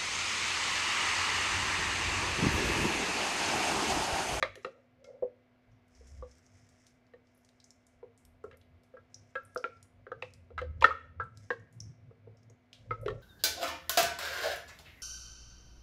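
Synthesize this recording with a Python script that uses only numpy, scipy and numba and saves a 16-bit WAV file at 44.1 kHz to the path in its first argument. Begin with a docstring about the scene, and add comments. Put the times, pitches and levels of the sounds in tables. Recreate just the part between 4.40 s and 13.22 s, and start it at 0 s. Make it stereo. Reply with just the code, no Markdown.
"""A small hard kitchen hums faintly under a hot pan: steady coloured noise and tones, with sizzle made of tiny noise bursts.
Almost at once a wooden spatula rubs and knocks inside a tilted glass jar, pushing thick paste into the pan.
Rubs are low shudders and stirred air; knocks ring the jar's air and walls as fading sine waves.
From 0.16 s drops spit in the oil as short filtered noise pops. Knocks bunch up around 6.1 to 6.5 s,
and a last group comes near 8.6 s. Echoes of the knocks and spits follow each one."""
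import sys
import numpy as np
from scipy import signal
from scipy.fft import rfft, irfft
from scipy.io import wavfile
from scipy.ndimage import uniform_filter1d
from numba import njit

SR = 44100
rng = np.random.default_rng(int(sys.argv[2]) if len(sys.argv) > 2 else 0)


def to_wav(s):
    """Save 16-bit WAV."""
    ch = np.atleast_2d(s).T  # columns
    pcm = np.round(np.clip(ch, -1, 1) * 32767)  # PCM
    wavfile.write(sys.argv[1], SR, pcm.astype(np.int16))


N = 388962

# steady kitchen background, relative spectrum: f/Hz, level/dB
KITCHEN_COLOUR = [(20, -18), (50, -9), (102, 2), (190, -8.5), (300, -10.5), (400, -5.5), (490, -14.5),
                  (690, -1.5), (800, -12), (1470, -15.5), (2100, -17.5), (2700, -20.5), (5000, -29.5),
                  (8000, -41), (14000, -41)]
# how alike left and right are in the background: f/Hz, correlation (0 to 1)
ALIKE = [(60, 1), (300, 0.6), (700, .05), (2200, 0.56), (4000, .02)]
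# appliance tones: f/Hz, level/dB (rms)
HUM = [(247.6, -71.5), (484.5, -84.5), (1405, -93.5), (1647, -91), (2046, -87), (2143, -95.5),
       (2245, -91.5), (2293, -91), (2347, -99.5)]
# fresh paste meets the oil and fries: t/s, length/s, level/dB
FRYING = [(0.0, 0.076, -73), (0.236, 0.027, -72), (1.55, 0.92, -72.5), (2.875, 0.67, -86.5),
          (4.733, 0.64, -81.5), (5.855, 0.033, -75), (6.437, 0.1, -74), (6.997, 0.15, -74),
          (7.421, 0.079, -81.5), (8.37, .3, -85.5), (8.746, 0.089, -78.5)]
# relative spectrum of the sizzle: f/Hz, level/dB
SIZZLE_COLOUR = [(880, -36.5), (1500, -1), (2120, 1), (2700, -8), (4390, -12.5), (5200, 2), (6390, -1),
                 (11600, -20.5), (14000, -38)]
# strokes of the spatula along the glass:
# t/s, length/s, shudder level/dB, shudder f/Hz, stirred air level/dB, deep sway level/dB
STROKES = [(0.026, 0.059, -61, 95.94, -67.5, -61.5), (0.36, 0.032, -83.5, 100.2, -66, -92),
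           (0.661, .12, -80.5, 115.2, -53, -88), (1.308, 0.024, -69, 110.5, -87, -70.5),
           (1.598, 0.14, -57.5, 66.47, -94, -65), (1.796, .04, -48.5, 66.47, -77, -65),
           (2.148, .2, -71.5, 98.4, -104, -80), (3.545, .06, -71.5, 98, -82, -72),
           (3.862, .1, -69, 81.62, -93, -73), (4.057, 0.12, -68.5, 79.8, -72.5, -89),
           (4.314, .06, -63, 86.9, -80, -88), (4.6, .05, -68.5, 98.44, -88, -100),
           (4.777, 0.068, -63.5, 101.4, -76, -86), (5.03, 0.13, -71, 97.45, -82, -78),
           (5.377, .04, -62.5, 98.3, -93, -86), (5.55, .07, -62.5, 96.8, -80, -71),
           (5.75, 0.11, -64.5, 104.2, -78, -87), (5.929, 0.12, -60, 90.18, -82, -80),
           (6.184, 0.25, -47.5, 78.25, -79.5, -75.5), (6.476, 0.043, -56, 77.4, -51.5, -91),
           (6.663, .13, -57, 82.67, -72.5, -77), (6.831, 0.029, -54.5, 109.5, -79, -80.5),
           (6.967, 0.071, -59, 104.6, -82, -87.5), (7.192, 0.039, -57.5, 106.5, -72, -86),
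           (7.391, 0.11, -52.5, 112.7, -98, -84), (7.651, 0.042, -55, 110.5, -77, -82),
           (7.866, 0.067, -59.5, 106.9, -78, -84), (8.066, 0.038, -59.5, 113.7, -75, -80),
           (8.38, 0.022, -71.5, 118.2, -71, -88), (8.515, 0.013, -47.5, 108.6, -61, -52.5),
           (8.634, 0.13, -48.5, 111.3, -51, -49.5)]
# the held jar between strokes: shudder level/dB, shudder f/Hz, stirred air level/dB, deep sway level/dB
HELD_JAR = (-80.5, 105, -89, -93)
# spatula blows on the jar: t/s, then for air, low wall and high wall in turn favoured f/Hz and level/dB,
# top wall level/dB, ring of low and high walls as a share of their t60 (at least 0.1 is used),
# left minus right level/dB
KNOCKS = [(0.026, 526, -16.5, 1170, -14.5, 1973, -12.5, -12.5, 0.46, 1.5),
          (0.047, 547, -25.5, 1260, -31, 2260, -41.5, -45.5, 0.72, -11.5),
          (0.156, 576, -38, 1080, -76, 1820, -42.5, -46, 0.26, 7),
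          (0.174, 400, -41, 1390, -60, 2230, -63.5, -65, 0.35, 6),
          (0.247, 443, -28, 1250, -23.5, 1736, -28.5, -28.5, 0.24, 1.5),
          (0.265, 543, -28.5, 1500, -46, 1570, -61, -69, 0.4, -7.5),
          (0.644, 557, -51, 1330, -59.5, 2130, -59, -48, 0.94, 7.5),
          (0.7, 545, -43, 1290, -70, 1890, -73.5, -70, .37, 8),
          (0.823, 509, -18, 1000, -70, 1550, -71, -63, .46, 1.5),
          (1.607, 458, -47.5, 1160, -80, 1680, -81, -64, .4, 5),
          (1.824, 508, -34, 1130, -35.5, 1780, -57, -70, 0.37, 6),
          (2.736, 463, -43, 1110, -56, 1860, -54, -55.5, 0.55, 6),
          (3.628, 464, -35.5, 1040, -43, 2050, -63, -75, 0.26, 5.5),
          (4.04, 450, -30, 1240, -43, 1630, -56, -57, 0.61, 3),
          (4.112, 530, -59, 1280, -46, 1650, -48, -45.5, 0.42, 1),
          (4.128, 490, -55, 1400, -58, 2200, -57, -52, 0.48, 8),
          (4.142, 490, -69, 1190, -59, 1900, -55.5, -59, 0.44, -1),
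          (4.538, 506, -40.5, 1440, -61, 1660, -60.5, -68, 0.39, 3.5),
          (4.569, 477, -47.5, 1350, -50.5, 1620, -49, -59, 0.5, -7),
          (4.954, 532, -26, 1360, -32.5, 1690, -26, -34.5, 0.58, 1.5),
          (5.16, 491, -24.5, 1290, -22, 1560, -65, -62.5, 0.2, 4.5),
          (5.241, 486, -28, 1430, -17, 2330, -26, -36, 0.18, 3),
          (5.667, 440, -38.5, 1350, -40, 1640, -38.5, -66, 0.24, 3),
          (5.717, 486, -30.5, 1280, -31.5, 1550, -41, -45.5, 0.44, -1.5),
          (5.824, 510, -33, 1130, -22, 2330, -24.5, -29.5, 0.19, 2.5),
          (6.104, 484, -40.5, 1230, -54.5, 1730, -68.5, -63.5, 0.35, 6),
          (6.179, 532, -43, 1350, -19, 1680, -27, -32.5, 0.16, -5.5),
          (6.189, 515, -48, 1280, -23, 1907, -23, -33.5, 0.21, 1.5),
          (6.215, 507, -28.5, 1230, -39, 1690, -40, -36, 0.94, 7),
          (6.414, 468, -37, 1120, -40, 1720, -38, -33.5, .48, 3),
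          (6.423, 538, -20.5, 1000, -13.5, 2370, -24, -19, 0.4, 7),
          (6.442, 465, -21, 1270, -2.5, 1807, -5, -11.5, 0.34, 0),
          (6.486, 493, -32, 1210, -25.5, 1800, -32.5, -45.5, 0.94, 1),
          (6.507, 500, -50, 1247, -24, 1750, -48, -40, 1, -1),
          (6.799, 478, -36, 1340, -25, 1630, -31.5, -48, 0.73, -7.5),
          (7.104, 463, -23.5, 1130, -16.5, 1710, -21.5, -29, 0.34, 1),
          (7.709, 459, -45.5, 1240, -55.5, 1610, -77, -73.5, 0.48, 6),
          (7.871, 459, -39.5, 1030, -53.5, 2150, -77, -68, .4, 2.5),
          (8.099, 481, -50.5, 1020, -59, 2050, -71, -76, 0.31, 7.5),
          (8.508, 460, -29.5, 1350, -19, 2020, -33, -59, 0.38, -3.5),
          (8.66, 437, -21.5, 1140, -55, 1860, -29.5, -31, 0.3, 0.6),
          (8.681, 446, -25.5, 1220, -29.5, 1820, -35.5, -27, 0.63, 2),
          (8.702, 433.5, -28.5, 1250, -70, 1790, -40.5, -39.5, 0.5, -4.5)]
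# ways the jar can ring, before the hand and paste shorten them: f/Hz, relative level/dB, t60/s
AIR_MODES = [(420, 5.5, 0.086), (461.8, 5, 0.11), (512, 2, 0.1), (535, 7.5, 0.055), (647, 3, 0.07)]  # air in the jar's mouth
LOW_WALL_MODES = [(994, 0.027, 0.057), (1136.6, 0, 0.046), (1167, 0.0025, 0.048), (1292.4, 0.0066, 0.1),
                  (1344.6, 0, 0.25), (1330, 0.0064, 0.055)]
HIGH_WALL_MODES = [(1527, 0.024, 0.14), (1639, 0.042, 0.097), (1830, 0.015, 0.081), (2060, 0.011, 0.054),
                   (2104, 0.028, 0.2), (2100, 0.005, .07), (2370, 0.023, 0.072)]
TOP_WALL_MODES = [(2668, 5.5, 0.076), (2920, 0.5, 0.084), (3274, 4, 0.11), (3930, 7, 0.12), (4150, 5, .03)]
# drops bursting in hot oil: t/s, peak level/dB, f/Hz, sharpness Q (at least 0.5 is used),
# starting level of the hiss against the burst/dB
SPITS = [(0.1553, -41.5, 3940, 0.59, -34), (0.6427, -54.5, 5300, 2, -12.5), (1.3162, -73, 5690, 4.1, -9),
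         (1.482, -66, 7000, 0.56, -25), (1.55, -59, 5420, 2.1, 1), (1.6716, -57.5, 6600, 1.9, 3),
         (1.9136, -54.5, 5700, 2.7, -20), (1.953, -60.5, 6300, 0.86, -31), (1.9832, -57.5, 6500, 0.97, -34),
         (2.0643, -54, 5940, 2.6, -25.5), (2.2897, -55.5, 5900, 1.1, -12), (2.4672, -51.5, 5540, .88, -19),
         (2.667, -65, 5020, 2.4, -17), (2.8709, -63, 5000, 2, -19), (2.9487, -67, 10700, 2, -21),
         (2.9763, -66, 10900, 2.5, -18), (3.048, -58, 5700, 1.2, -17), (3.0894, -54.5, 3440, 0.7, -43.5),
         (3.201, -53.5, 4694, 1.9, -21), (3.242, -48, 6400, 2.3, -20), (3.3054, -46, 5950, 3, -31),
         (3.467, -53.5, 6800, 1.3, -18), (3.7768, -54.5, 7400, 1.14, -9.5),
         (3.8513, -50.5, 6910, 0.44, -45), (4.0396, -62.5, 6350, 1.2, -13), (4.1713, -56, 11670, 0.46, -53),
         (4.2134, -57.5, 3520, 1.6, -22), (4.4348, -61, 5300, 0.47, -15), (4.744, -37.5, 5700, 4.4, -26),
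         (5.034, -65, 12450, 2.5, -21), (5.0509, -50.5, 9300, 3.4, -43), (5.1476, -48.5, 9000, 0.76, -36),
         (5.1752, -35.5, 5300, 2.3, -24), (5.3697, -66.5, 4570, 2.8, -25), (5.428, -44, 6400, 1.1, -36.5),
         (5.8222, -45, 3330, 2.3, -31), (5.937, -45.5, 5500, 0.96, -41.5),
         (6.4101, -39.5, 3365, 2.1, -27.5), (6.8386, -63.5, 7500, 1.4, -18),
         (6.9735, -43.5, 5520, 1.8, -29.5), (7.197, -63, 6055, 2.14, -25), (7.3262, -58.5, 7740, 0.94, -11),
         (7.4031, -33, 5630, 5.2, -25.5), (7.9708, -63, 5480, 2.6, -10), (8.0312, -62, 5440, 1.47, -25),
         (8.099, -54, 6180, 2.33, -41), (8.3299, -40, 3505, 1.24, -16.5), (8.6133, -59, 10400, 1.47, -12)]
# echo bands: f/Hz, t60/s, echo over direct sound/dB before the 4-fold (12 dB) boost in room()
ECHO_BANDS = [(283, 0.47, -21.5), (600, 0.13, -9.5), (1340, 0.14, -21.5), (2360, 0.48, -22.5),
              (5590, 0.12, -25), (11000, 0.29, -21.5)]

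KITCHEN_DB = -71  # rms of the part shared by both channels, before its slow drift
FRY_RISE_DB_S, FRY_FALL_DB_S, SIMMER_DB = 295.5, 150.5, -99
STROKE_RISE_DB_S, STROKE_FALL_DB_S = 252.5, 204
AIR_RING, TOP_RING = 0.81, 0.2  # share of their t60 that the paste leaves to air and top wall modes
WANDER_RAD = 0.35  # size of the random phase steps, before smoothing
CRACK_DB, CRACK_S = -13, 0.0025  # noise before its filter, against the top wall level; fade time
SKID_DB, SKID_S = -1.5, 0.0029  # later contacts against the first; fade time
RATTLE_DB, RATTLE_S = -30, 0.028  # noise before its filter, against the force of the blow; fade time
HARD_RATTLE_DB = 11  # hard contacts, strong in the top modes, rattle more
SPIT_LEFT_DB, SPIT_LEFT_DB_PER_OCTAVE = 9.5, 2  # left minus right at 6300 Hz, growing with pitch
ECHO_WIDTH = 0.33  # unlike share of the echo
TOP_HZ = 14180  # upper limit of the phone


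def undb(db):
    """Turns decibels into gain."""
    return 10 ** (np.asarray(db) / 20)


def unit(x):
    """Scales a signal to rms 1."""
    return x / np.sqrt(np.mean(x ** 2))


def along(table, hz):
    """Reads between (Hz, value) points, with pitch on a log scale."""
    f, value = np.transpose(table)
    return np.interp(np.log(np.maximum(hz, 1)), np.log(f), value)


def coloured(table):
    """Makes noise with a spectrum of (Hz, dB) points."""
    colour = undb(along(table, np.fft.rfftfreq(N, 1 / SR)))
    return irfft(rfft(rng.standard_normal(N)) * colour, N)


def walk(rate):
    """Makes a smooth random wander of rms 1 from about `rate` new values a second."""
    k = int(SR / rate)
    held = np.repeat(rng.standard_normal(N // k + 1), k)
    smooth = uniform_filter1d(uniform_filter1d(held, k), k)
    return unit(smooth[:N])


@njit
def svf(x, hz, q):
    """Band-pass filter whose centre may move; gain is 1 at the centre."""
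    y, band, low = np.empty(len(x)), 0., 0.
    for i in range(len(x)):
        g = np.tan(np.pi * hz[i] / SR)
        v = (band + g * (x[i] - low)) / (1 + g * (g + 1 / q))
        band, low, y[i] = 2 * v - band, low + 2 * g * v, v / q
    return y


def add(out, s, sound, left_db):
    """Mixes a sound into both channels at time s; left_db is left minus right."""
    i = int(s * SR)
    n = min(sound.shape[-1], N - i)
    out[:, i:i + n] += sound[..., :n] * undb([[left_db / 2], [-left_db / 2]])


def swells(start_s, length_s, rise_db_s, fall_db_s):
    """One gain row per event, a value every 64 samples: a steady rise in dB, a hold, a steady fall."""
    t = np.arange(0, N, 64) / SR
    early = np.maximum(start_s[:, None] - t, 0)
    late = np.maximum(t - (start_s + length_s)[:, None], 0)
    return undb(-rise_db_s * early - fall_db_s * late)


def spread(x):
    """Fills in from one value every 64 samples to one per sample."""
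    return np.interp(np.arange(N), 64 * np.arange(len(x)), x)


def kitchen():
    """Steady background noise plus appliance tones; the bass is alike left and right."""
    hz = np.fft.rfftfreq(N, 1 / SR)
    alike = np.clip(along(ALIKE, hz), 0, 1)
    mid = irfft(rfft(coloured(KITCHEN_COLOUR)) * np.sqrt(1 + alike), N)
    side = irfft(rfft(coloured(KITCHEN_COLOUR)) * np.sqrt(1 - alike), N)
    air = np.array([mid + side, mid - side]) * undb(KITCHEN_DB) / np.std(mid)
    t = np.arange(N) / SR
    tones = 0
    for f, db in HUM:
        level = np.sqrt(2) * undb(db + 0.3 * walk(2.9))
        tones = tones + level * np.sin(2 * np.pi * f * t + 0.6 * walk(39))
    return air * undb(0.9 * walk(1.0)) + tones


def sizzle():
    """Hundreds of tiny bursts a second of uneven size over a fine hiss, stronger on the left."""
    s, length, db = np.transpose(FRYING)
    frying = undb(db) @ swells(s, length, FRY_RISE_DB_S, FRY_FALL_DB_S)
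    gain = spread(undb(SIMMER_DB) + frying)
    size = undb(2.0 * rng.exponential(size=N).clip(0, 4))
    size = size * (rng.random(N) < 400 / SR)  # about 400 bursts a second
    size = signal.lfilter([1], [1, -np.exp(-1 / (0.0016 * SR))], size)  # each fades over 1.6 ms
    strength = unit(size) + 1.5  # the constant part is the fine hiss
    colour = undb(along(SIZZLE_COLOUR, np.fft.rfftfreq(N, 1 / SR)))
    grains = [unit(irfft(rfft(strength * rng.standard_normal(N)) * colour, N)) for _ in range(2)]
    return np.array(grains) * gain * undb(2 * walk(36)) * undb([[3.5], [-3.5]])


def drag():
    """The blade sticks and slips: the held jar shudders low and the air inside is stirred."""
    s, length, low_db, pitch_hz, air_db, sway_db = np.transpose(STROKES)
    rest_low_db, rest_hz, rest_air_db, rest_sway_db = HELD_JAR
    press = swells(s, length, STROKE_RISE_DB_S, STROKE_FALL_DB_S)
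    low = undb(rest_low_db) + undb(low_db) @ press
    stir = undb(rest_air_db) + undb(air_db) @ press
    sway = undb(rest_sway_db) + undb(sway_db) @ press

    # average pitch weighted by power, so the strongest stroke sets it
    rest_power, power = undb(2 * rest_low_db), undb(2 * low_db)
    pitch_sum = rest_power * rest_hz + power * pitch_hz @ press ** 2
    hz = spread(pitch_sum / (rest_power + power @ press ** 2))

    push = rng.standard_normal(N)
    steady = np.sqrt(2) * np.sin(2 * np.pi * np.cumsum(hz * (1 + 0.02 * walk(25))) / SR)
    ragged = unit(svf(svf(push, hz, 2.5), hz, 1.2))
    shudder = (steady + undb(-1.0) * ragged) * spread(low) * undb(1.5 * walk(10))
    deep = svf(svf(push[::-1].copy(), np.full(N, 50.), 1.6), np.full(N, 46.), 3.8)
    shudder += unit(deep) * spread(sway)
    aside = undb(-12.0) * np.roll(shudder, 150)  # the two microphone ports feel it a little differently

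    slips = rng.standard_normal(N) * undb(3.4 * walk(40))
    air_hz = np.full(N, 530.)
    air = unit(svf(svf(slips, air_hz, 6.), air_hz, 6.)) * spread(stir)
    return np.array([shudder + aside, shudder - aside]) + air * undb([[1.5], [-1.5]])


def ring(modes, favoured_hz, db, length, reach, rise_s):
    """Fading sine waves: the spot struck favours some pitches, hand and paste set how long they last."""
    t = np.arange(SR // 3) / SR
    hz, mode_db, t60 = np.transpose(modes)[:, :, None]
    gain = undb(mode_db) * (1 + (np.log(hz / favoured_hz) / reach) ** 2) ** -1
    gain = gain / np.sqrt(np.sum(gain ** 2))
    loaded_hz = hz * (1 + 0.014 * rng.standard_normal(hz.shape))  # clinging paste shifts each mode a little
    # each mode reaches the two microphone ports from its own patch of glass
    lead = 0.00028 * hz * rng.standard_normal(hz.shape) * np.array([1, -1])[:, None, None]
    # sliding paste blurs every ring: the phase drifts by a random step every 50 samples
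    steps = WANDER_RAD * rng.standard_normal((len(hz), len(t) // 50)).cumsum(axis=1)
    lead = lead + uniform_filter1d(np.repeat(steps, 50, axis=1), size=50)
    fade = np.exp(-np.log(1000) * t / (t60 * max(length, 0.1)))
    waves = gain * fade * np.sin(2 * np.pi * loaded_hz * t + lead)
    return undb(db) * waves.sum(1) * (1 - np.exp(-t / rise_s)) ** 2


def knocks():
    """Each blow rattles the wood, cracks on the glass and rings the air and the walls."""
    out, t = np.zeros((2, N)), np.arange(SR // 3) / SR
    bright = signal.butter(2, [2000, 5500], "band", fs=SR, output="sos")
    woody = signal.butter(3, [900, 4200], "band", fs=SR, output="sos")
    for s, air_hz, air_db, low_hz, low_db, high_hz, high_db, top_db, wall_ring, left_db in KNOCKS:
        walls = ring(LOW_WALL_MODES, low_hz, low_db, wall_ring, reach=0.018, rise_s=0.00065)
        walls += ring(HIGH_WALL_MODES, high_hz, high_db, wall_ring, reach=0.045, rise_s=0.00025)
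        walls += ring(TOP_WALL_MODES, 2200, top_db, TOP_RING, reach=0.24, rise_s=0.00056)
        crack = signal.sosfilt(bright, rng.standard_normal(len(t)) * np.exp(-t / CRACK_S))
        walls += undb(top_db + CRACK_DB) * crack

        # the blade lands, then skids: a first contact and a spray of smaller ones
        skid = rng.standard_normal(SR // 20) ** 3 * np.exp(-t[:SR // 20] / SKID_S)
        skid = undb(SKID_DB) * skid / np.linalg.norm(skid)
        skid[0] = 1
        skid = skid / np.linalg.norm(skid)
        blow = signal.fftconvolve(walls, skid[None], axes=1)[:, :len(t)]

        # too many modes to tell apart: handle, rim and pan shake as a short rough noise
        force = np.linalg.norm(undb([low_db, high_db, top_db + HARD_RATTLE_DB]))
        rattle = signal.sosfilt(woody, rng.standard_normal((2, len(t))) * np.exp(-t / RATTLE_S))
        blow += force * undb(RATTLE_DB) * rattle
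        air = ring(AIR_MODES, air_hz, air_db, AIR_RING, reach=0.021, rise_s=0.0022)
        add(out, s, blow + air, left_db)
    return out


def spits():
    """A steam bubble bursts around its pitch; droplets fall back and hiss for a moment."""
    out, t = np.zeros((2, N)), np.arange(SR // 4) / SR
    for s, db, hz, q, hiss_db in SPITS:
        pitch, q = np.full(len(t), 1. * hz), max(1. * q, 0.5)
        burst = np.exp(-t / 0.0022) + undb(hiss_db) * np.exp(-t / 0.046)
        pop = svf(svf(rng.standard_normal(len(t)) * burst, pitch, q), pitch, q)
        click_noise = rng.standard_normal(len(t)) * np.exp(-t / 0.00067)
        click = svf(click_noise, 1.3 * pitch.clip(0, 9000), 1.0)
        # the pan sits left; the phone shades the treble more
        left_db = SPIT_LEFT_DB + SPIT_LEFT_DB_PER_OCTAVE * np.log2(hz / 6300.0)
        add(out, s, undb(db) * (pop / np.abs(pop).max() + undb(-13) * click), left_db)
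    return out


def room(dry):
    """Tiles and cupboards: dense echoes that die band by band, partly unlike in the two channels."""
    t = np.arange(SR // 2) / SR
    tail = 0
    for hz, t60, db in ECHO_BANDS:
        centre = np.full(len(t), 1. * hz)
        mid, side = (unit(svf(rng.standard_normal(len(t)), centre, 1.2)) for _ in range(2))
        bands = mid + ECHO_WIDTH * np.array([side, -side])
        balance = np.sqrt(2 * np.log(1000) * hz / t60) / SR  # evens out bandwidth and length
        tail = tail + bands * undb(db - 60 * t / t60) * balance
    tail = 4 * tail * np.clip(t / 0.0056, 0, 1)  # the first walls are a metre or two away
    return signal.fftconvolve(dry, tail, axes=1)[:, :N]


def scene():
    """Knocks and spits sound in the room; jar and pan each have their own share of echo."""
    near, far = knocks(), spits()
    echo = room(near + undb(6.0) * far)
    return near + far + echo + sizzle() + drag() + kitchen()


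def record(dry):
    """The phone cuts the top: a steep filter removes what lies above TOP_HZ."""
    return signal.sosfilt(signal.ellip(8, 0.2, 60, TOP_HZ, fs=SR, output="sos"), dry)


dry = scene()
out = record(dry)
to_wav(out)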